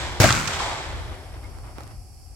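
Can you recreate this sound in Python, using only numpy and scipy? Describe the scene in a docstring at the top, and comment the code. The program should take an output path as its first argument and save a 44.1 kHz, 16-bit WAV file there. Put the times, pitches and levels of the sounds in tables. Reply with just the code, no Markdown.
"""An open clay range: wind on the microphone, thin hiss, a faint far drone, an earlier shot's dying echo.
At 0.2 s a shotgun fires a metre away: shock front, boom and gas crack, then hard reflections from the
stand, slaps from huts and banks, and scatter off stony ground. From 0.47 s the hillside rolls back.
From 1.1 s the gun is lowered and handled: cloth brushes, steel ticks and rings, the stock knocks."""
import sys
import numpy as np
from scipy import signal
from scipy.fft import rfft, irfft, next_fast_len
from scipy.io import wavfile

SR = 44100
rng = np.random.default_rng(int(sys.argv[2]) if len(sys.argv) > 2 else 0)


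def digitize_waveform(pressure):
    """Quantize a signal to 16-bit integers and store it at the path in sys.argv[1].

    Rows of a 2-D input are taken as channels; values are limited to [-1, 1].
    """
    field = np.atleast_2d(pressure).T
    bounded = np.clip(field, -1, 1)
    quanta = np.round(bounded * 32767).astype(np.int16)
    wavfile.write(sys.argv[1], SR, quanta)


N = 103635
T = np.arange(N) / SR
FFT_SIZE = next_fast_len(N, real=True)
HZ = np.maximum(np.arange(FFT_SIZE // 2 + 1) * SR / FFT_SIZE, 1)

# Noise spectra. Each row: frequency in Hz, relative density in dB.
WIND_SPECTRUM = [(25, -7), (45, 4.5), (75, 4), (115, -3), (150, -15.5), (200, -21.5), (280, -23.5),
                 (400, -30)]
HISS_SPECTRUM = [(200, -11.5), (450, -12), (800, -9.5), (1100, -8.5), (1900, -17), (2500, -11.5),
                 (3900, -24), (4500, -4.5), (5500, -2.5), (6400, -14.5), (7600, -8), (11600, -7.5),
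                 (12800, -25), (16000, -25)]
RUSTLE_SPECTRUM = [(200, -0.5), (350, 1.5), (700, 3), (1200, 0.5), (1800, -7.5), (2200, -6.5),
                   (4000, -17.5)]
CLICK_SPECTRUM = [(1500, -19), (3000, -4), (5000, 6), (7500, -6), (11000, -4), (16000, -16)]
KNOCK_SPECTRUM = [(100, 5), (220, 5), (700, 2.5), (1900, -3), (2800, -24), (6000, -40)]
HILL_SPECTRUM = [(76, -39.5), (130, -5.5), (236, -18), (373, -9), (482, -9.5), (911, -5.5), (1300, -8.5),
                 (2180, -9.5), (2720, -14), (3250, -10), (6910, -19.5), (7630, -15), (8950, -27),
                 (15000, -47)]
SCATTER_SPECTRUM = [(24, -45), (40, -10.5), (118, 4.5), (189, -3.5), (337, -11), (382, -11), (663, -14),
                    (1440, -6), (1760, -12.5), (2320, -9.5), (2840, -16), (6820, -19), (7730, -18),
                    (9690, -31), (16000, -38)]
CRACK_SPECTRUM = [(120, -26), (250, -1), (400, -8.5), (700, 2.5), (1100, -20), (1500, -7), (2200, -10),
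                  (3200, -17), (5200, -10.5), (7700, -15), (9000, -19.5), (16000, -22.5)]
# Likeness of the two microphone ports. Each row: frequency in Hz, correlation.
PORT_CORRELATION = [(130, 0.8), (300, 0.9), (700, .82), (1400, 0.38), (3000, 0.42), (7000, -0.04),
                    (13000, 0.07)]
# Stereo balance. Each row: frequency in Hz, left over right in dB.
PORT_BALANCE = [(100, -1), (300, 1.5), (700, 0), (2300, 1.3), (4400, -1.5), (8000, -6.5), (10000, 2.5),
                (15000, 1.5)]
HISS_BALANCE = [(500, 1), (2000, 2), (5000, -5), (7500, -7.5), (11000, 4)]
BLAST_BALANCE = [(100, 2.5), (700, 4), (2300, 0.5), (4400, -6), (7500, 0), (10000, -2), (15000, 3.5)]
# Wind strength. Each row: time in seconds, level in dB.
GUSTS = [(0, -31.5), (.6, -36), (.86, -37.5), (.92, -31.5), (1.12, -33), (1.24, -41.5), (1.33, -36),
         (1.62, -37), (2.0, -39), (2.12, -42.5), (2.35, -42.5)]
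# Cloth strokes. Each row: start in seconds, level in dB, time to peak in seconds.
RUSTLES = [(1.098, -42, 0.019), (1.328, -44.5, 0.021), (1.409, -48.5, 0.048), (1.526, -53.5, 0.036),
           (1.627, -46.5, 0.039), (1.751, -46, 0.045), (1.879, -53.5, 0.027)]
# Gun handling. Each row: start in seconds, click in dB, knock in dB, knock cutoff in Hz,
# left over right in dB.
CONTACTS = [(1.442, -43, -43, 2000, 10), (1.548, -50, -40, 900, -2), (1.586, -40, -38, 2500, -4),
            (1.7841, -58, -29.5, 900, -11), (1.8066, -40, -33.5, 4000, -12),
            (1.835, -39.5, -59.5, 2000, -17), (1.8685, -54, -39, 1470, 10), (1.8772, -42, -45, 1970, -11)]
# Hillside foot, then face. Each row: delay in seconds, level in dB, rise in seconds.
HILL_SLOPES = [(.27, -27.5, 0.017), (.383, -27, 0.0067)]
# Echo decay. Each row: frequency in Hz, time to fall 60 dB in seconds.
HILL_T60 = [(130, 1.7), (300, 4.6), (800, 1.89), (2000, 1.93), (4000, 1.58), (8000, 1.19), (14000, .9)]
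SCATTER_T60 = [(60, 0.96), (150, 0.87), (600, 0.97), (1500, 1), (4000, 1), (8000, 1), (14000, 0.95)]
# Echoes from huts and banks. Each row: start in seconds, level in dB, centre in Hz, half-width in
# octaves, time to peak in seconds, left over right in dB, clean share of power from 0 to 1.
SLAPS = [(0.238, -20.5, 840, 0.3, 0.0032, -6, 0), (0.2895, -18.5, 1650, .4, 0.0013, 2, 0.9),
         (.3052, -5.5, 1300, .5, .0008, 2, .8), (.3056, -12, 2400, 1.5, .0006, 0, 0),
         (.3250, -18, 5000, .9, .001, -5, 0), (0.339, -30, 1427, 0.067, .025, 5, 0),
         (0.474, -24.5, 2940, 1.65, .003, -10, 0.02), (0.529, -30, 2960, 1.4, 0.009, -2, 0.04),
         (0.6026, -25.5, 1038, 0.44, 0.0026, 2, 0.5), (0.592, -31, 830, 0.44, 0.066, 0, 0.02)]
# Treble lost on a slap's path. Each row: frequency in Hz, relative gain in dB.
SLAP_AIR_LOSS = [(1000, 1), (7800, -2), (9500, -13), (16000, -15.5)]
# Direct blast, then reflections from the stand. 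Each row: start in seconds, shock in dB, boom in dB,
# crack in dB, crack decay in seconds, crack cutoff in Hz.
BLAST_ARRIVALS = [(0.2011, -1, -3, -10.5, .02, 18000), (0.2219, -5.5, -17.5, -18.5, .005, 4000),
                  (0.232, -46, -30, -19.5, .008, 12000), (0.2405, -14, -5, -6.5, .007, 4500),
                  (0.2427, -8, -29, -18.5, .007, 3000), (0.2538, -15.5, -22.5, -16.5, .012, 5000)]

SHOT_S, EARLIER_SHOT_S, EARLIER_SHOT_DB = 0.2013, -0.47, -1


def undb(db):
    """Decibels to gain."""
    return 10 ** (np.asarray(db) / 20)


def at(points, hz):
    """Interpolate (Hz, value) rows over log frequency."""
    points_hz, values = np.array(points, float).T
    return np.interp(np.log(hz), np.log(points_hz), values)


def pan(db):
    """Left and right gains for a level difference."""
    return undb(np.array([[1], [-1]]) * db / 2)


def left_first(x, lead_s=0.00009):
    """Sound from the left reaches the right port later."""
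    return np.array([x[0], np.interp(T - lead_s, T, x[1])])


def shape(points):
    """Gain per frequency of a spectrum; 12 dB per octave roll-off past its ends."""
    inside = np.minimum(HZ / points[0][0], points[-1][0] / HZ)
    return undb(at(points, HZ)) * np.minimum(1, inside) ** 2


def bell(hz, half_width_oct):
    """Gain per frequency of one resonance."""
    return 1 / (1 + (np.log2(HZ / hz) / half_width_oct) ** 4)


def noise(gain, correlation=None, balance=PORT_BALANCE, grain_db=0):
    """Coloured stereo noise, rms 1; grain roughens it in 24-sample steps."""
    steps = np.clip(rng.standard_normal(N // 24 + 1), -2, 2)
    grains = undb(grain_db * np.repeat(steps, 24)[:N])
    mid, side = rfft(rng.standard_normal((2, N)) * grains, FFT_SIZE)
    alike = np.clip(at(PORT_CORRELATION, HZ) if correlation is None else correlation, 0, 1)
    ports = mid * np.sqrt(1 + alike) + np.array([[1], [-1]]) * side * np.sqrt(1 - alike)
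    x = irfft(ports * gain * pan(at(balance, HZ)), FFT_SIZE)[:, :N]
    return x / np.std(x)


def fade(start_s, decay_s):
    """Instant attack, exponential decay."""
    return (T >= start_s) * np.exp(-np.clip((T - start_s) / decay_s, 0, 20))


def swell(start_s, rise_s):
    """Rounded burst, peaking rise_s after its start."""
    u = np.clip((T - start_s) / rise_s, 0, 20)
    return u * np.exp(1 - u)


def tail(x, start_s, rise_s, t60):
    """Fade in from start_s; each octave dies at its own rate."""
    age_s = np.maximum(T - start_s, 0)
    spectrum = rfft(x, FFT_SIZE)
    centres_hz = 31.25 * 2 ** np.arange(10)
    out = 0
    for hz, selector in zip(centres_hz, np.eye(len(centres_hz))):
        band_gain = np.interp(np.log(HZ), np.log(centres_hz), selector)
        band = irfft(spectrum * band_gain, FFT_SIZE)[:, :N]
        out += band * np.exp(-np.log(1000) * age_s / at(t60, hz))
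    return out * (1 - np.exp(-age_s / rise_s))


def ambience(hiss_db=-54.5, drone_db=-61.5):
    """Steady thin hiss and a far, narrow-band drone."""
    hiss = noise(shape(HISS_SPECTRUM), balance=HISS_BALANCE)
    drone = noise(bell(hz=749, half_width_oct=0.13))
    return undb(hiss_db) * hiss + undb(drone_db) * drone


def wind(pan_db=3):
    """Gusts rumble on the microphone from the left."""
    rumble = noise(shape(WIND_SPECTRUM), correlation=0.69, balance=[(100, pan_db)])
    gust_db = np.interp(T, *np.array(GUSTS).T)
    return left_first(rumble * undb(gust_db))


def rustle():
    """Sleeve and vest brush the gun in short, dull strokes."""
    strokes = sum(undb(db) * swell(start_s, rise_s) for start_s, db, rise_s in RUSTLES)
    return left_first(noise(shape(RUSTLE_SPECTRUM)) * strokes)


def handling(ring_db=-49.5):
    """Steel ticks, the stock knocks, the barrel rings once."""
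    click_noise, knock_noise = noise(shape(CLICK_SPECTRUM)), noise(shape(KNOCK_SPECTRUM))
    ring = noise(bell(hz=2161, half_width_oct=0.025)) * swell(start_s=1.437, rise_s=0.0079)
    out = undb(ring_db) * ring
    for start_s, click_db, knock_db, cutoff_hz, pan_db in CONTACTS:
        click = click_noise * fade(start_s, decay_s=0.00059)
        dulled = signal.lfilter(*signal.butter(1, cutoff_hz, fs=SR), knock_noise)
        knock = dulled / np.std(dulled) * fade(start_s, decay_s=0.0026)
        out += pan(pan_db) * (undb(click_db) * click + undb(knock_db) * knock)
    return out


def hillside(shot_s):
    """The hill on the left returns a long roll, from its foot, then its face."""
    out = 0
    for delay_s, db, rise_s in HILL_SLOPES:
        roll = noise(shape(HILL_SPECTRUM), grain_db=2)
        out += undb(db) * tail(roll, shot_s + delay_s, rise_s, HILL_T60)
    return left_first(out)


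def scatter(shot_s, level_db=-11.5):
    """Stony ground and the roof scatter a shot into a grainy tail."""
    wavelets = noise(shape(SCATTER_SPECTRUM), grain_db=3)
    return undb(level_db) * tail(wavelets, shot_s, rise_s=0.019, t60=SCATTER_T60)


def slaps():
    """Single surfaces return short echoes: a clean wavelet if smooth, a smear if rough."""
    air_gain = undb(at(SLAP_AIR_LOSS, HZ))
    out = 0
    for start_s, db, hz, half_width_oct, rise_s, pan_db, clean in SLAPS:
        wavelet = np.sqrt(2 * clean) * np.sin(2 * np.pi * hz * (T - start_s))
        smear = np.sqrt(1 - clean) * noise(bell(hz, half_width_oct) * air_gain)
        out += undb(db) * pan(pan_db) * swell(start_s, rise_s) * (wavelet + smear)
    return out


def blast(shock_s=0.00053, boom_hz=107):
    """Each arrival: shock front, low pressure swing, crack of turbulent gas (duller once reflected)."""
    out = 0
    for start_s, shock_db, boom_db, crack_db, crack_decay_s, cutoff_hz in BLAST_ARRIVALS:
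        age_s = T - start_s
        shock = (1 - age_s / shock_s) * fade(start_s, shock_s)
        boom = -np.sin(2 * np.pi * boom_hz * age_s) * fade(start_s, decay_s=0.012)
        crack_gain = shape(CRACK_SPECTRUM) / np.hypot(1, HZ / cutoff_hz)
        crack = noise(crack_gain, balance=BLAST_BALANCE) * fade(start_s, crack_decay_s)
        out += pan(db=2.5) * (undb(shock_db) * shock + undb(boom_db) * boom) + undb(crack_db) * crack
    return out


def scene():
    """Shot and echoes, the earlier shot's tail, gun handling, background."""
    shot = blast() + slaps() + scatter(SHOT_S) + hillside(SHOT_S)
    earlier_echo = undb(EARLIER_SHOT_DB) * (scatter(EARLIER_SHOT_S) + hillside(EARLIER_SHOT_S))
    return shot + earlier_echo + handling() + rustle() + wind() + ambience()


def record(dry):
    """Recorder: bass cut, narrow low-mid dip, soft clipping, top cut."""
    low_cut_hz, top_cut_hz = 30, 16000
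    dip_hz, dip_q, dip_share = 449, 4.45, 0.48
    x = signal.sosfilt(signal.butter(1, low_cut_hz, "high", fs=SR, output="sos"), dry)
    x = x - dip_share * signal.lfilter(*signal.iirpeak(dip_hz, dip_q, fs=SR), x)
    lowpass = signal.ellip(8, 0.2, 80, top_cut_hz, fs=SR, output="sos")
    return signal.sosfilt(lowpass, np.tanh(x))


dry = scene()
out = record(dry)
digitize_waveform(out)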